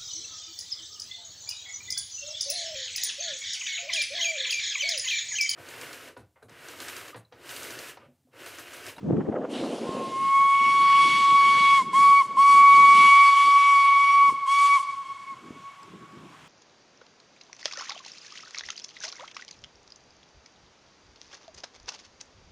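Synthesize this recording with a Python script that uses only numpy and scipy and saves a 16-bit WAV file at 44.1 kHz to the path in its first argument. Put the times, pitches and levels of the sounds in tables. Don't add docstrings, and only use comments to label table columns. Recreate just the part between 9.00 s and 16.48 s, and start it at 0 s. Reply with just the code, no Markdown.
import sys
import numpy as np
from scipy import signal
from scipy.fft import rfft, irfft, next_fast_len
from scipy.io import wavfile
from scipy.ndimage import uniform_filter1d, map_coordinates

SR = 44100
rng = np.random.default_rng(int(sys.argv[2]) if len(sys.argv) > 2 else 0)


def gain_from_db(level_db):
    decades = np.asarray(level_db, float) / 20
    return 10 ** decades


def waveform_to_disk(signal):
    frames = np.transpose(np.atleast_2d(signal))
    scaled = np.clip(frames, -1, 1) * 32767
    samples = np.round(scaled).astype(np.int16)
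    wavfile.write(sys.argv[1], SR, samples)


N = 329868
TIME_S = np.arange(N) / SR


def unit(x):
    return x / np.sqrt(np.mean(x ** 2) + 1e-20)


def along(points, hz):
    point_hz, value = np.transpose(points)
    return np.interp(np.log(hz + 1), np.log(point_hz + 1), value, left=-120, right=-120)


def curves(rows, **ends):
    s, *columns = np.transpose(rows)
    return [np.interp(TIME_S, s, column, **ends) for column in columns]


def wobble(rate):
    knots = rng.standard_normal(int(N * rate / SR) + 4)
    return map_coordinates(knots, [np.arange(N) * rate / SR])


def coloured(x, spectrum):
    size = next_fast_len(len(x) + 8192)
    gain = gain_from_db(along(spectrum, np.fft.rfftfreq(size, 1 / SR)))
    return irfft(rfft(x, size) * gain, size)[:len(x)]


def rush(spectrum, patchy_db):
    z = signal.stft(rng.standard_normal(N), nperseg=512)[2]
    patches = uniform_filter1d(rng.standard_normal(z.shape), size=8, axis=0)
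    patches = unit(uniform_filter1d(patches, size=12, axis=1))
    noise = signal.istft(z * gain_from_db(patchy_db * patches), nperseg=512)[1][:N]
    return unit(coloured(noise, spectrum))


# open_s, rise_time_s, shut_s, closing_time_s
PULLS = [
    (1.15, 0.14, 2.831, 0.067),
    (2.93, 0.023, 3.229, 0.031),
    (3.368, .02, 5.309, 0.0221),
    (5.465, 0.021, 5.792, .035),
]
CRACKED_S, CRACKED_SHARE, CATCH_S = 0.489, 0.68, 0.83


def pressure_rise(start_s, rise_s):
    return 1 - np.exp(-np.clip(TIME_S - start_s, 0, None) / rise_s)


def valve(linger_s=0):
    pressure = np.zeros(N)
    for k, (opens, rise_s, shut, closing_s) in enumerate(PULLS):
        if linger_s and k:
            up = pressure_rise(opens - 0.012, 0.044)
        elif linger_s:
            up = 0.53 * pressure_rise(CRACKED_S, 0.037) + 0.26 * pressure_rise(opens, 0.3)
        elif k:
            up = pressure_rise(opens, rise_s)
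        else:
            up = CRACKED_SHARE * pressure_rise(CATCH_S, 0.025)
            up += (1 - CRACKED_SHARE) * pressure_rise(opens, rise_s)
        closed = np.clip(1 + (TIME_S - shut - linger_s) / (closing_s + linger_s), 0, 1)
        pressure += up * (1 - closed ** 1.5)
    return pressure


def held_s():
    pulls = np.array([0, CRACKED_S] + [row[0] for row in PULLS[1:]])
    return TIME_S - pulls[np.searchsorted(pulls, TIME_S, side="right") - 1]


def fog_db():
    return -6 * (1 - np.exp(-held_s() / 0.97))


# time_s, tone_db, octave_db, steam_db
HELD_LEVELS = [
    [(1.42, -18, -30, -48), (1.692, -20.5, -27.5, -45), (1.804, -17.5, -30, -43),
     (2.008, -16.5, -25, -38.5), (2.136, -24.5, -28, -37), (2.352, -14.5, -29.5, -42.5),
     (2.598, -19, -21, -38.5), (2.736, -15, -23, -39.5), (2.76, -19, -25, -40)],
    [(2.97, -16, -30, -44), (3.106, -13, -28.5, -48.5), (3.178, -15, -25, -49), (3.2, -17, -28, -49.5)],
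    [(3.4, -15, -35.5, -47), (3.45, -14, -30, -48), (3.512, -12.5, -26.5, -44), (3.662, -12.5, -24.5, -47),
     (4.038, -13, -20.5, -38), (4.218, -13.5, -20.5, -40), (4.336, -15, -27, -42.5),
     (4.992, -18.5, -23.5, -46.5), (5.25, -16, -29, -50.5)],
    [(5.49, -21, -36, -46), (5.58, -20, -27, -45), (5.648, -15, -32, -46), (5.674, -18.5, -35, -44.5),
     (5.718, -18.5, -24, -48.5), (5.76, -19.5, -26.5, -45)],
]
USUAL_DB = -43.5
# multiple, level_db against the fourth partial
HIGH_PARTIALS = [
    (5, -5),
    (6, -16),
    (7, -14),
]


def whistle_pitch(pressure, dry_s):
    cold_hz = 16 * np.exp(-np.clip(TIME_S - dry_s, 0, None) / 1.1)
    hz = 1127 - cold_hz - 2.1 * held_s() + 1.284 * wobble(5)
    hz = hz - 114.8 * (1 - pressure) + 1.48 * wobble(60)
    return 2 * np.pi * np.cumsum(hz) / SR + 0.029 * wobble(400)


def whistle():
    tone_db, octave_db, steam_db = curves(np.vstack(HELD_LEVELS))
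    pressure = valve()
    dry_s, top_dry_s = 1.367, 1.78
    wet_db = -50 * np.clip(dry_s - TIME_S, 0, None)
    top_wet_db = -23 * np.clip(top_dry_s - TIME_S, 0, None)
    choke_db = -7.5 * np.exp(-((TIME_S - 1.1) / 0.025) ** 2)
    drive = (1 - (1 - pressure) ** 2) * gain_from_db(wet_db + choke_db + 0.08 * wet_db * wobble(25))
    rich = pressure * gain_from_db(wet_db)
    chiff_db = 0
    for opens, *_ in PULLS[1:]:
        chiff_db = chiff_db + 11.5 * (TIME_S > opens) * np.exp(-np.abs(TIME_S - opens) / 0.072)
    twelfth_db = steam_db + 1.5 + chiff_db
    fourth_db = steam_db - 1.5 + fog_db() + top_wet_db

    phase = whistle_pitch(pressure, dry_s)
    tone = drive * gain_from_db(tone_db + 0.35 * wobble(9) + 0.4 * wobble(45)) * np.sin(phase)
    octave = gain_from_db(octave_db + 1.6 * wobble(9) + 0.91 * wobble(45)) * np.sin(2 * phase + 0.89)
    upper = gain_from_db(twelfth_db + 1.1 * wobble(5.5) + 2.18 * wobble(60)) * np.sin(3 * phase + 0.51 * wobble(90))
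    upper += gain_from_db(fourth_db + 2.0 * wobble(6.4) + 2.77 * wobble(50)) * np.sin(4 * phase + 0.39 * wobble(90))
    for multiple, db in HIGH_PARTIALS:
        twinkle_db = 4.4 * wobble(7) + 3.0 * wobble(50)
        partial = np.sin(multiple * phase + 0.49 * wobble(90))
        upper += gain_from_db(fourth_db - 2.5 + db + twinkle_db) * partial
    return np.sqrt(2) * (tone + rich ** 1.7 * octave + rich ** 1.6 * upper)


# pitch_hz, level_db per Hz
ROAR_COLOUR = [(600, -42.5), (950, -9), (1500, -6.5), (2400, -5.5), (2950, 1), (3600, -4.5), (5500, -12.5),
               (9000, -40.5)]
# pitch_hz, level_db per Hz
FIZZ_COLOUR = [(2500, -33), (4500, -1.5), (7800, 0.5), (10200, -2.5), (12000, -15.5), (14000, -25.5),
               (15700, -30)]


def steam():
    flow_db = curves(np.vstack(HELD_LEVELS))[2] - USUAL_DB
    spurt_db = 7.5 * np.exp(-np.abs(TIME_S - CRACKED_S - 0.07) / 0.089)
    gust = wobble(14)
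    roar_db = 5.5 + flow_db + spurt_db + 0.27 * gust
    roar = valve(linger_s=0.018) * gain_from_db(roar_db) * rush(ROAR_COLOUR, patchy_db=2.0)
    fizz_db = 2 + 0.85 * flow_db + fog_db() + 0.44 * wobble(6.5) + 1.5 * gust + 0.6 * wobble(40)
    fizz = valve(linger_s=0.062) * gain_from_db(fizz_db) * rush(FIZZ_COLOUR, patchy_db=1.7)
    return gain_from_db(USUAL_DB) * (roar + fizz)


# delay_s at the last blast, lag_m_per_s (engine nears it slower than the listener), level_db
WALLS_AND_TREES = [(0.17, 0.154, -11), (.16, 7.5, -17), (0.54, 8.6, -20), (0.57, 10.5, -26.5),
                   (.38, 6, -25.5), (.95, 6.5, -34), (0.94, 3, -34.5)]
# delay_s, level_db
SCATTER_TAIL = [(.02, -16), (.06, -11), (.3, -3.5), (.5, -7.5), (.75, -15.5), (1.1, -19.5), (1.7, -22)]
# pitch_hz, level_db
ECHO_COLOUR = [(500, -1.5), (1100, -3), (2200, -5.5), (4500, -2), (9000, -5.5), (15000, -20)]


def landscape(x):
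    n, out = np.arange(N), np.zeros(N)
    since_last = n - PULLS[-1][0] * SR
    approach_db = 3.5 * np.minimum(since_last / SR, 0)
    for delay, lag, db in WALLS_AND_TREES:
        heard = n - delay * SR - lag / 343 * since_last + 4 * delay * wobble(12)
        twinkle_db = 3 * wobble(18) * min(delay / 0.6, 1) ** 2
        out += gain_from_db(db + twinkle_db + approach_db) * map_coordinates(x, [heard])
    delay, db = np.transpose(SCATTER_TAIL)
    t = np.arange(round(delay[-1] * SR)) / SR
    tail = gain_from_db(np.interp(t, delay, db, left=-120)) * rng.standard_normal(len(t))
    stirred = map_coordinates(x, [n - 4 / 343 * since_last + 5.9 * wobble(15)])
    out += gain_from_db(-17) * signal.fftconvolve(stirred, tail / np.linalg.norm(tail))[:N]
    return coloured(out, ECHO_COLOUR)


# centre_s, half_length_s, strength_db, sharpness_db
GUST_SWELLS = [(.11, 0.051, -29.5, -13), (0.188, 0.047, -29, -10), (0.307, 0.047, -33, -5),
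               (0.407, 0.062, -34.5, -2), (0.634, 0.09, -31.5, -2.5), (.78, 0.068, -40, 1),
               (0.97, 0.13, -33.5, -3), (1.214, 0.057, -45, -9), (1.42, 0.065, -50.5, -9),
               (1.744, 0.13, -45, -9.5), (2.08, 0.12, -44, -10.5), (2.33, 0.053, -44.5, -8),
               (2.56, .14, -44, -9), (2.885, 0.093, -46, -9), (3.053, .1, -48.5, -10),
               (3.329, 0.084, -48.5, -9), (3.57, .07, -48, -9), (3.803, 0.067, -43.5, -9.5),
               (3.979, 0.07, -43, -7.5), (4.474, 0.028, -53, -7), (4.854, 0.12, -63, -9),
               (5.03, .04, -66, -16.5), (5.277, 0.079, -50.5, -10.5), (5.658, .03, -67, -8),
               (5.976, 0.024, -71, -11), (6.36, .08, -61.5, -10.5), (6.52, 0.07, -49.5, -12.5),
               (6.95, .08, -52, -12.5), (7.2, 0.12, -52, -11.5), (7.463, 0.036, -68, -14)]


def gusts():
    power = np.full((3, N), gain_from_db(2 * -77.5))
    for s, half_s, db, sharp_db in GUST_SWELLS:
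        shares = gain_from_db([2 * (-22 - 1.53 * sharp_db), 0, 2 * sharp_db])
        swell = gain_from_db(2 * db) * np.exp(-np.abs((TIME_S - s) / half_s) ** 2.44)
        power += shares[:, None] * swell
    return 10 * np.log10(power)


# start_s, peak_db, pitch_hz
EDDY_BLOWS = [(.102, -16, 328), (.108, -12, 340), (.288, -16, 340), (.297, -18, 280), (.342, -21.5, 517),
              (0.891, -20, 340), (4.451, -46, 260.7), (4.483, -32.5, 521), (5.324, -32.5, 328.3),
              (6.506, -31, 254.4)]


def thumps():
    out, t = np.zeros(N + SR), np.arange(SR // 20) / SR
    for s, db, hz in EDDY_BLOWS:
        u = t * hz / 0.34
        punch = u * np.exp(-u) * np.sin(2 * np.pi * hz * t)
        out[round(s * SR):][:len(t)] += gain_from_db(db + 11) * punch
    return out[:N]


# start_s, peak_db
GRILLE_PUFFS = [(0.1211, -44), (0.1675, -36.5), (0.2057, -33), (0.2608, -42), (0.2917, -48), (0.3227, -40),
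                (0.359, -32), (0.4155, -41), (0.4464, -35), (0.5013, -54), (0.6365, -37), (0.8794, -42)]
# pitch_hz, level_db per Hz
GRILLE_COLOUR = [(500, -20), (900, 0.5), (1600, -7), (2500, -18), (3500, -33)]


def crackles():
    puffs = np.zeros(N)
    for s, db in GRILLE_PUFFS:
        puffs += gain_from_db(db - 4) * np.exp(-np.abs(TIME_S - s - 0.004) / 0.006)
    return puffs * gain_from_db(1.4 * wobble(147.3)) * rush(GRILLE_COLOUR, patchy_db=3.0)


# pitch_hz, level_db per Hz
THUD_COLOUR = [(25, -33), (60, -21.5), (110, -7.5), (160, 1), (200, -2), (260, -16.5)]
BUFFET_COLOUR = [(140, -25), (210, 0), (330, 0), (430, -4.5), (560, -29)]
FLUTTER_COLOUR = [(340, -15), (470, 4.5), (700, -2.5), (1200, -17), (2500, -44), (5000, -61)]
# time_s, level_db against the buffet
PORT_DIFFERENCE = [(0, -13), (.1, -4), (.24, -11), (.26, -22), (.29, 3), (.31, -23), (.54, -25), (.57, -60)]


def wind():
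    thud_db, buffet_db, flutter_db = gusts()
    lumps = 0.3 * wobble(25) + 1.7 * wobble(70)

    def eddies(colour):
        return unit(gain_from_db(lumps + 1.9 * wobble(60)) * rush(colour, patchy_db=1.35))

    blows = thumps()
    both = gain_from_db(thud_db + 2.8) * eddies(THUD_COLOUR)
    both += gain_from_db(buffet_db - 0.43) * eddies(BUFFET_COLOUR)
    both += gain_from_db(flutter_db + 1.2) * eddies(FLUTTER_COLOUR)
    both += blows + crackles()
    other = gain_from_db(buffet_db) * eddies(BUFFET_COLOUR) + gain_from_db(flutter_db - 3) * eddies(FLUTTER_COLOUR)
    side = 0.092 * both + 1.66 * other + 0.26 * blows
    side *= gain_from_db(curves(PORT_DIFFERENCE, right=-120)[0])
    return np.array([both + side, both - side])


# start_s, peak_db
STEM_SNAP = [
    (6.8316, -40),
]
# pitch_hz, level_db, t60_s
STEM_MODES = [
    (5100, 6, .012),
    (7704, 3, 0.011),
]


def stem():
    out, t = np.zeros(N), np.arange(SR // 50) / SR
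    for s, db in STEM_SNAP:
        for hz, mode_db, t60 in STEM_MODES:
            ring = gain_from_db(db - 9.5 + mode_db - 60 * t / t60) * np.sin(2 * np.pi * hz * t)
            out[round(s * SR):][:len(t)] += ring
    return out


# pitch_hz, level_db per Hz
AIR_COLOUR = [(350, -50.5), (600, -11.5), (953, -6.5), (1030, -1), (1120, -2.5), (1810, -11), (3160, -12),
              (4320, -19.5), (6780, -21), (15600, -44)]
# pitch_hz, level_db per Hz
GROUND_COLOUR = [(25, -20.5), (43, -12), (113, -1), (260, -5), (700, -10), (910, -33.5)]
# time_s, level_db
FIELD_FADE = [(0, -3.5), (.4, -7.5), (.6, 1.5)]


def fields():
    air = gain_from_db(-54.5 + 2.1 * wobble(2.826)) * rush(AIR_COLOUR, patchy_db=1.0)
    air += gain_from_db(-66.5) * rush(GROUND_COLOUR, patchy_db=3.0)
    wide = gain_from_db(-78) * rush([(4000, -20), (6000, 5), (12500, 9), (14500, -10.5)], patchy_db=5.0)
    return gain_from_db(curves(FIELD_FADE)[0]) * np.array([air + wide, air - wide])


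def scene():
    jet = steam()
    engine = whistle() + jet
    wide_colour = [(3500, -25.5), (5500, -5.5), (9000, -18.5), (12000, 3.5), (15000, -1.5)]
    width = gain_from_db(-14.0) * coloured(np.roll(jet, SR // 7), wide_colour)
    return engine + landscape(engine) + width * [[1], [-1]] + wind() + stem() + fields()


def roll_off(x):
    return signal.sosfilt(signal.butter(12, 15700, fs=SR, output="sos"), x)


def record(dry):
    cut = signal.butter(2, 75, "highpass", fs=SR, output="sos")
    return roll_off(signal.sosfilt(cut, dry))


dry = scene()
out = record(dry)
waveform_to_disk(out)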